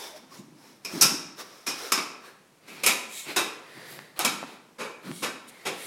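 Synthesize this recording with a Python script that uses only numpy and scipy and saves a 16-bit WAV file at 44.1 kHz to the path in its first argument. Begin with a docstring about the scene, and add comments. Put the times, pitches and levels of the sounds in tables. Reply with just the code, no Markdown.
"""Hard-soled shoes walk over the stone tiles of a live dining room.
Each step is a gritty scuff: friction noise through the resonances of sole on tile, with room echoes.
The first tiles add a bright, chinking ring. Between steps, soles drag, clothes rustle and rubs
squeak faintly over the room's hush. The walker's hand ticks on the phone it holds; handling and
a heavy footfall give soft, low thuds."""
import sys
import numpy as np
from scipy import signal
from scipy.fft import rfft, irfft, next_fast_len
from scipy.io import wavfile
from scipy.ndimage import uniform_filter1d

SR = 44100
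rng = np.random.default_rng(int(sys.argv[2]) if len(sys.argv) > 2 else 0)


def int16_out(signal):
    """Quantize to a 16-bit WAV file."""
    q = np.round(np.clip(np.atleast_2d(signal).T, -1, 1) * 32767)
    wavfile.write(sys.argv[1], SR, q.astype(np.int16))


N = 258800
T = np.arange(N) / SR


def amp(db):
    """Decibels to gain."""
    return 10 ** (np.asarray(db) / 20)


def unit_rms(x):
    """x at rms 1."""
    return x / np.sqrt(np.mean(x ** 2) + 1e-20)


def log_interp(points, hz):
    """(frequency, value) points read on a log axis."""
    points_hz, values = np.transpose(points)
    return np.interp(np.log(hz + 1), np.log(points_hz + 1), values)


def bell(x, centre, width):
    """Gaussian of height 1."""
    return np.exp(-.5 * ((x - centre) / width) ** 2)


def formant(hz, centre_hz, octaves):
    """Gaussian on the pitch axis."""
    return bell(np.log2(hz + 1), np.log2(centre_hz), octaves)


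def ripple(hz, spacing_hz):
    """Narrow random peaks and dips, new for each spot on the floor."""
    return np.interp(hz / spacing_hz, np.arange(1024), rng.standard_normal(1024))


def lift_db(modes, hz):
    """Summed resonance peaks."""
    return sum(db / (1 + (2 * (hz - centre_hz) / width_hz) ** 2) for centre_hz, width_hz, db in modes)


def filtered(x, gain):
    """Zero-phase filter with response gain(hz)."""
    size = next_fast_len(len(x) + SR // 4)
    return irfft(rfft(x, size) * gain(np.fft.rfftfreq(size, 1 / SR)), size)[:len(x)]


def impulse_response(spectrum_db, size=4096):
    """Minimum phase: starts at once, then rings."""
    gain = amp(spectrum_db(np.fft.rfftfreq(size, 1 / SR)))
    cepstrum = irfft(np.log(np.maximum(gain, 1e-6)))
    cepstrum[1:size // 2] *= 2
    cepstrum[size // 2 + 1:] = 0
    return irfft(np.exp(rfft(cepstrum)))[:size // 2]


def coloured(x, spectrum_db):
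    """x through a resonant body of unit power gain."""
    body = impulse_response(spectrum_db)
    return signal.fftconvolve(x, body / np.linalg.norm(body))


def add(track, start_s, sound):
    """Mix sound into track from start_s."""
    start = round(start_s * SR)
    sound = sound[max(-start, 0):]
    part = track[max(start, 0):][:len(sound)]
    part += sound[:len(part)]


# room hush spectrum: (frequency [Hz], level [dB])
HUSH_SPECTRUM = [(25, -28), (70, -28.5), (150, -9), (330, -12), (600, -15.5), (1500, -20.5), (4000, -26),
                 (10000, -29), (16000, -39)]
def room_hush(level_db=-61):
    """Steady, low background noise."""
    hush = filtered(rng.standard_normal(N), lambda hz: amp(log_interp(HUSH_SPECTRUM, hz)))
    return amp(level_db) * unit_rms(hush)


def grit(size, spread_db):
    """Friction noise: tiny slips of very unequal strength."""
    strength = unit_rms(uniform_filter1d(rng.standard_normal(size), size=12))
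    return unit_rms(rng.standard_normal(size) * amp(spread_db * strength))


# room decay: (frequency [Hz], T60 [s])
ROOM_T60 = [(100, 1), (260, 0.91), (700, 0.89), (2200, 0.72), (5400, 0.54), (7500, 0.47), (13000, 0.37)]
def friction_in_room(push, tail_db, early_db, early_t60_ratio, spread_db, build_s=.036):
    """Grit under the envelope push, plus diffuse early echoes and the room's tail."""
    hz, t, noise = signal.stft(rng.standard_normal(len(push)), SR, nperseg=128)
    energy = np.interp(t, T[:len(push)], uniform_filter1d(push ** 2, size=64))
    decay = amp(-60 * t / log_interp(ROOM_T60, hz)[:, None]) ** 2
    tail = decay * (1 - np.exp(-t / build_s))
    early = decay ** (1 / early_t60_ratio) * (t > 0)
    echoes = sum(amp(2 * db) * part / part.sum(axis=1).mean()
                 for db, part in [(tail_db, tail), (early_db, early)])
    echo_energy = np.abs(signal.fftconvolve(energy[None], echoes, axes=1)[:, :len(t)])
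    diffuse = signal.istft(noise * np.sqrt(echo_energy), SR, nperseg=128)[1][:len(push)]
    direct = push * grit(len(push), spread_db)
    return (direct + diffuse) / np.sqrt(1 + amp(2 * tail_db) + amp(2 * early_db))


SWELL_PEAK_S = .5
def swell(half_s):
    """Envelope of one stroke in a 1 s buffer."""
    return bell(T[:SR], SWELL_PEAK_S, half_s)


def slide(half_s):
    """Friction that swells and fades."""
    return friction_in_room(swell(half_s), tail_db=-6, early_db=-5, early_t60_ratio=.14, spread_db=3)


# light friction spectrum: (frequency [Hz], level [dB])
HISS_SPECTRUM = [(300, -14.5), (2000, -6), (3500, 8.5), (5500, 3), (7500, 3.5), (11000, 3.5), (15500, -5.5)]
# rubbing cloth resonances: (frequency [Hz], width [Hz], lift [dB])
CLOTH_MODES = [(2210, 140, 16), (3840, 720, 0), (7700, 150, -0.5), (9220, 2400, -0.5)]
def hiss(half_s, pitch_hz, focus_db=6):
    """Fine friction noise of one light stroke."""
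    return coloured(slide(half_s), lambda hz: log_interp(HISS_SPECTRUM, hz) + lift_db(CLOTH_MODES, hz)
                    + focus_db * formant(hz, pitch_hz, octaves=.22) + 2.9 * ripple(hz, spacing_hz=157.4))


# cloth strokes: (centre [s], half length [s], level [dB], pitch [Hz])
CLOTH_STROKES = [(0.012, 0.055, -46.5, 3560), (0.384, 0.019, -55, 6860), (2.73, 0.031, -57, 13030),
                 (3.179, 0.046, -39, 7300), (3.924, 0.036, -49, 13030), (5.176, 0.055, -46.5, 8900),
                 (5.49, .0084, -47, 9400), (5.852, 0.064, -43.5, 9900)]
def rustles(gain_db=1.5):
    """Cloth brushes on cloth as a leg swings."""
    out = np.zeros(N)
    for centre_s, half_s, db, pitch_hz in CLOTH_STROKES:
        add(out, centre_s - SWELL_PEAK_S, amp(db + gain_db) * hiss(half_s, pitch_hz))
    return out


RING_HZ, RING_WIDTH_HZ = 5376, 520
def on_ringing_tiles(time_s, until_s=2.22, fade_s=.092):
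    """1 while the walker is on the chinking tiles, 0 beyond them."""
    return .5 - .5 * np.tanh((time_s - until_s) / fade_s)


# sole-on-tile resonances: (frequency [Hz], width [Hz], lift [dB])
SOLE_MODES = [(360, 90, 0.5), (1000, 170, 0.5), (1332, 43, 8.5), (2310, 110, 6), (2470, 41, 10.5),
              (2615, 160, 6.5), (3800, 150, 6.5), (4420, 60, -0.5), (4830, 36, 3.5), (5230, 300, 4.5),
              (6640, 85, 5.5), (10270, 120, 2)]
# sliding sole spectrum: (frequency [Hz], level [dB])
RUB_SPECTRUM = [(60, -44.5), (200, -8.5), (400, 7), (900, -1), (2000, 0), (4000, -7.5), (7000, -21),
                (16000, -29.5)]
# sole drags: (centre [s], half length [s], level [dB], pitch [Hz])
SOLE_DRAGS = [(0.028, 0.056, -46.5, 910), (0.168, 0.014, -52, 646), (0.344, 0.027, -53.5, 1080),
              (0.662, 0.063, -59.5, 920), (.971, 0.055, -43, 372), (1.402, 0.017, -43, 1170),
              (1.549, 0.093, -58, 1204), (1.834, 0.059, -43, 1364), (2.267, 0.031, -51.5, 1623),
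              (2.788, 0.081, -48.5, 2400), (3.301, 0.029, -38, 2430), (3.856, 0.14, -49, 1860),
              (4.178, .011, -44.5, 1120), (4.508, 0.041, -51.5, 864), (5.074, 0.028, -46.5, 1290),
              (5.801, 0.19, -50.5, 2010)]
def drags(gain_db=1.5, focus_db=8, hiss_db=-5.5, gritty_db=4, ring_db=-2, ring_lift_db=22):
    """A sliding sole rubs and hisses; the chinking tiles are grittier and ring along."""
    out = np.zeros(N)
    tile_modes = [(RING_HZ, 3.8 * RING_WIDTH_HZ, ring_lift_db)]
    for centre_s, half_s, db, pitch_hz in SOLE_DRAGS:
        ringing = on_ringing_tiles(centre_s)
        friction = slide(half_s)
        rub = coloured(friction, lambda hz: log_interp(RUB_SPECTRUM, hz) + .12 * lift_db(SOLE_MODES, hz)
                       + focus_db * formant(hz, pitch_hz, octaves=.15))
        ring = amp(ring_db) * ringing * coloured(friction, lambda hz: lift_db(tile_modes, hz))
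        fizz = amp(hiss_db + gritty_db * ringing) * hiss(half_s, pitch_hz=4400)
        add(out, centre_s - SWELL_PEAK_S, amp(db + gain_db) * (rub + fizz + ring))
    return out


# faint squeaks: (centre [s], half length [s], level [dB], pitch [Hz])
RUB_SQUEAKS = [(0.149, 0.021, -49.5, 612), (0.326, 0.0077, -48.5, 1137), (4.025, 0.065, -74.5, 1940),
               (5.578, 0.04, -59, 2130)]
def squeaks(q=14):
    """A rub catches on one resonance and half sings."""
    out = np.zeros(N)
    for centre_s, half_s, db, pitch_hz in RUB_SQUEAKS:
        band = filtered(rng.standard_normal(SR), lambda hz: 1 / (1 + (2 * q * (hz / pitch_hz - 1)) ** 2))
        add(out, centre_s - SWELL_PEAK_S, amp(db) * unit_rms(band) * swell(half_s))
    return out


# dull thud spectrum: (frequency [Hz], level [dB])
THUD_SPECTRUM = [(25, -45), (70, -36.5), (110, -12.5), (150, -5), (240, -6), (350, -3.5), (480, -27),
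                 (900, -17), (3000, -51.5)]
# soft, low thuds: (centre [s], half length [s], level [dB], pitch [Hz])
LOW_THUDS = [(0.399, 0.0088, -40.5, 152), (.45, 0.25, -54, 253), (.957, .018, -31, 270.4),
             (1.045, 0.024, -33, 191), (1.13, 0.02, -33.5, 275), (2.76, 0.057, -51, 164),
             (3.293, 0.017, -38, 380), (3.77, .012, -46.5, 162), (3.95, 0.11, -54, 150),
             (4.276, 0.024, -35.5, 230), (4.435, 0.0089, -39.5, 259), (5.094, .026, -35, 205)]
def thuds(gain_db=-2, focus_db=8):
    """Soft, low thuds of handling and of a heavy footfall; the long ones are the grip shifting."""
    out = np.zeros(N)
    for centre_s, half_s, db, pitch_hz in LOW_THUDS:
        friction = friction_in_room(swell(half_s), tail_db=-10.5, early_db=-11.5,
                                    early_t60_ratio=.33, spread_db=4.5)
        thud = coloured(friction, lambda hz: log_interp(THUD_SPECTRUM, hz)
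                        + focus_db * formant(hz, pitch_hz, octaves=.43))
        add(out, centre_s - SWELL_PEAK_S, amp(db + gain_db) * thud)
    return out


def landing_thump(cutoff_hz=90):
    """A short, deep thump comes with each landing."""
    rumble = filtered(rng.standard_normal(SR), lambda hz: 1 / (1 + (hz / cutoff_hz) ** 4))
    return unit_rms(rumble) * bell(T[:SR], 1 / 80, 1 / 120)


# shoe scuff spectrum: (frequency [Hz], level [dB])
SCUFF_SPECTRUM = [(25, -26), (70, -43), (120, -15), (200, -2), (400, 2), (680, -3), (1100, 1.5), (1900, -3),
                  (3000, -2), (4400, -3.5), (6500, -1.5), (10000, -3.5), (13000, -7), (16000, -25)]
# shoe contacts: (time [s], level [dB], brightness [dB], clack pitch [Hz], rise [s], decay [s])
SHOE_CONTACTS = [(.848, -45.5, 0, 2370, .002, 0.0023), (1.010, -30.5, 7.5, 5500, 0.0024, 0.021),
                 (1.021, -31.5, 12, 1397, 0.0023, 0.0036), (1.664, -34, -3.5, 305, .005, 0.027),
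                 (1.919, -29, 0.5, 1120, .0044, 0.0013), (1.976, -33.5, -15, 2230, .002, 0.0052),
                 (2.676, -50, -7.5, 2470, 0.0061, 0.02), (2.834, -34, 1.5, 2420, 0.0038, 0.0047),
                 (2.862, -26, 4, 2200, .0016, 0.023), (3.361, -25.5, -5, 336, .005, .02),
                 (4.191, -31.5, -4.5, 740, .0034, 0.018), (4.247, -27, -1.5, 220, .002, 0.0067),
                 (4.783, -33.5, -17, 565, .025, 0.042), (5.221, -29.5, -10.5, 246, .014, 0.021),
                 (5.651, -30.5, -11.5, 422, .022, 0.008)]
def steps(gain_db=2, firm_db=-28.5, heel_hz=520, bright_hz=4800, clack_db=6.5, thump_db=-27):
    """Each shoe lands and skids to rest; a sharp contact is bright, a flat one dull and heavy."""
    out, t = np.zeros(N), T[:SR]
    for time_s, db, bright_db, clack_hz, rise_s, decay_s in SHOE_CONTACTS:
        release = np.exp(-np.maximum(t - rise_s, 0) / max(decay_s, .002))
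        pressure = np.sqrt(np.minimum(t / rise_s, 1)) * release
        skid = friction_in_room(amp(-7) * unit_rms(pressure), tail_db=-3, early_db=3,
                                early_t60_ratio=.36, spread_db=2)
        # grit cracks under the sole's edge as the weight peaks
        crack_gain = amp(12 + .5 * bright_db) / np.sqrt(1 + rise_s / .003)
        crack_envelope = (t > rise_s) * np.exp(-np.abs(t - rise_s) / .003)
        crack = crack_gain * crack_envelope * np.diff(rng.standard_normal(SR + 1))
        # lighter contacts lose scrape faster than heel weight or ring
        heel_db = -2 + .36 * (firm_db - db)
        ring_db = on_ringing_tiles(time_s) * (7 + .4 * (firm_db - db))
        body = impulse_response(lambda hz: log_interp(SCUFF_SPECTRUM, hz) + lift_db(SOLE_MODES, hz)
                                + clack_db * formant(hz, clack_hz, octaves=.2)
                                + heel_db / (1 + (hz / heel_hz) ** 4)
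                                + bright_db * hz ** 2 / (hz ** 2 + bright_hz ** 2)
                                + ring_db * bell(hz, RING_HZ, RING_WIDTH_HZ)
                                + 2.5 * ripple(hz, spacing_hz=55.42))
        add(out, time_s, amp(db + gain_db) * signal.fftconvolve(skid + crack, body))
        add(out, time_s, amp(db + thump_db + .6 * bright_db) * landing_thump())
    return out


# phone's response to a tap: (frequency [Hz], gain [dB])
TAP_RESPONSE = [(100, -28), (500, 2.5), (2500, -3.5), (4500, 1), (9000, -0.5), (15000, 4)]
# taps on the phone: (time [s], level [dB], pitch [Hz])
PHONE_TAPS = [(3.991, -22.5, 2020), (4.1923, -0.5, 10000), (4.429, -20.5, 836), (4.438, -24, 1090),
              (5.115, -21, 2150)]
def ticks(gain_db=5, decay_cycles=.47):
    """Dry taps right at the microphone, dead within a cycle or two."""
    out, t = np.zeros(N), T[:SR // 50]
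    for time_s, db, pitch_hz in PHONE_TAPS:
        tap = np.sin(2 * np.pi * pitch_hz * t) * np.exp(-t * pitch_hz / decay_cycles)
        add(out, time_s, amp(db + gain_db) * tap)
    return filtered(out, lambda hz: amp(log_interp(TAP_RESPONSE, hz)))


def scene():
    """One microphone feeds both channels."""
    mono = steps() + drags() + rustles() + squeaks() + thuds() + ticks() + room_hush()
    return np.array([mono, mono])


def record(dry, ceiling=.72, top_hz=16300):
    """The phone soft-clips peaks, then cuts everything above its band limit."""
    rounded = dry / (1 + np.abs(dry / ceiling) ** 6) ** (1 / 6)
    return np.array([filtered(channel, lambda hz: hz < top_hz) for channel in rounded])


dry = scene()
out = record(dry)
int16_out(out)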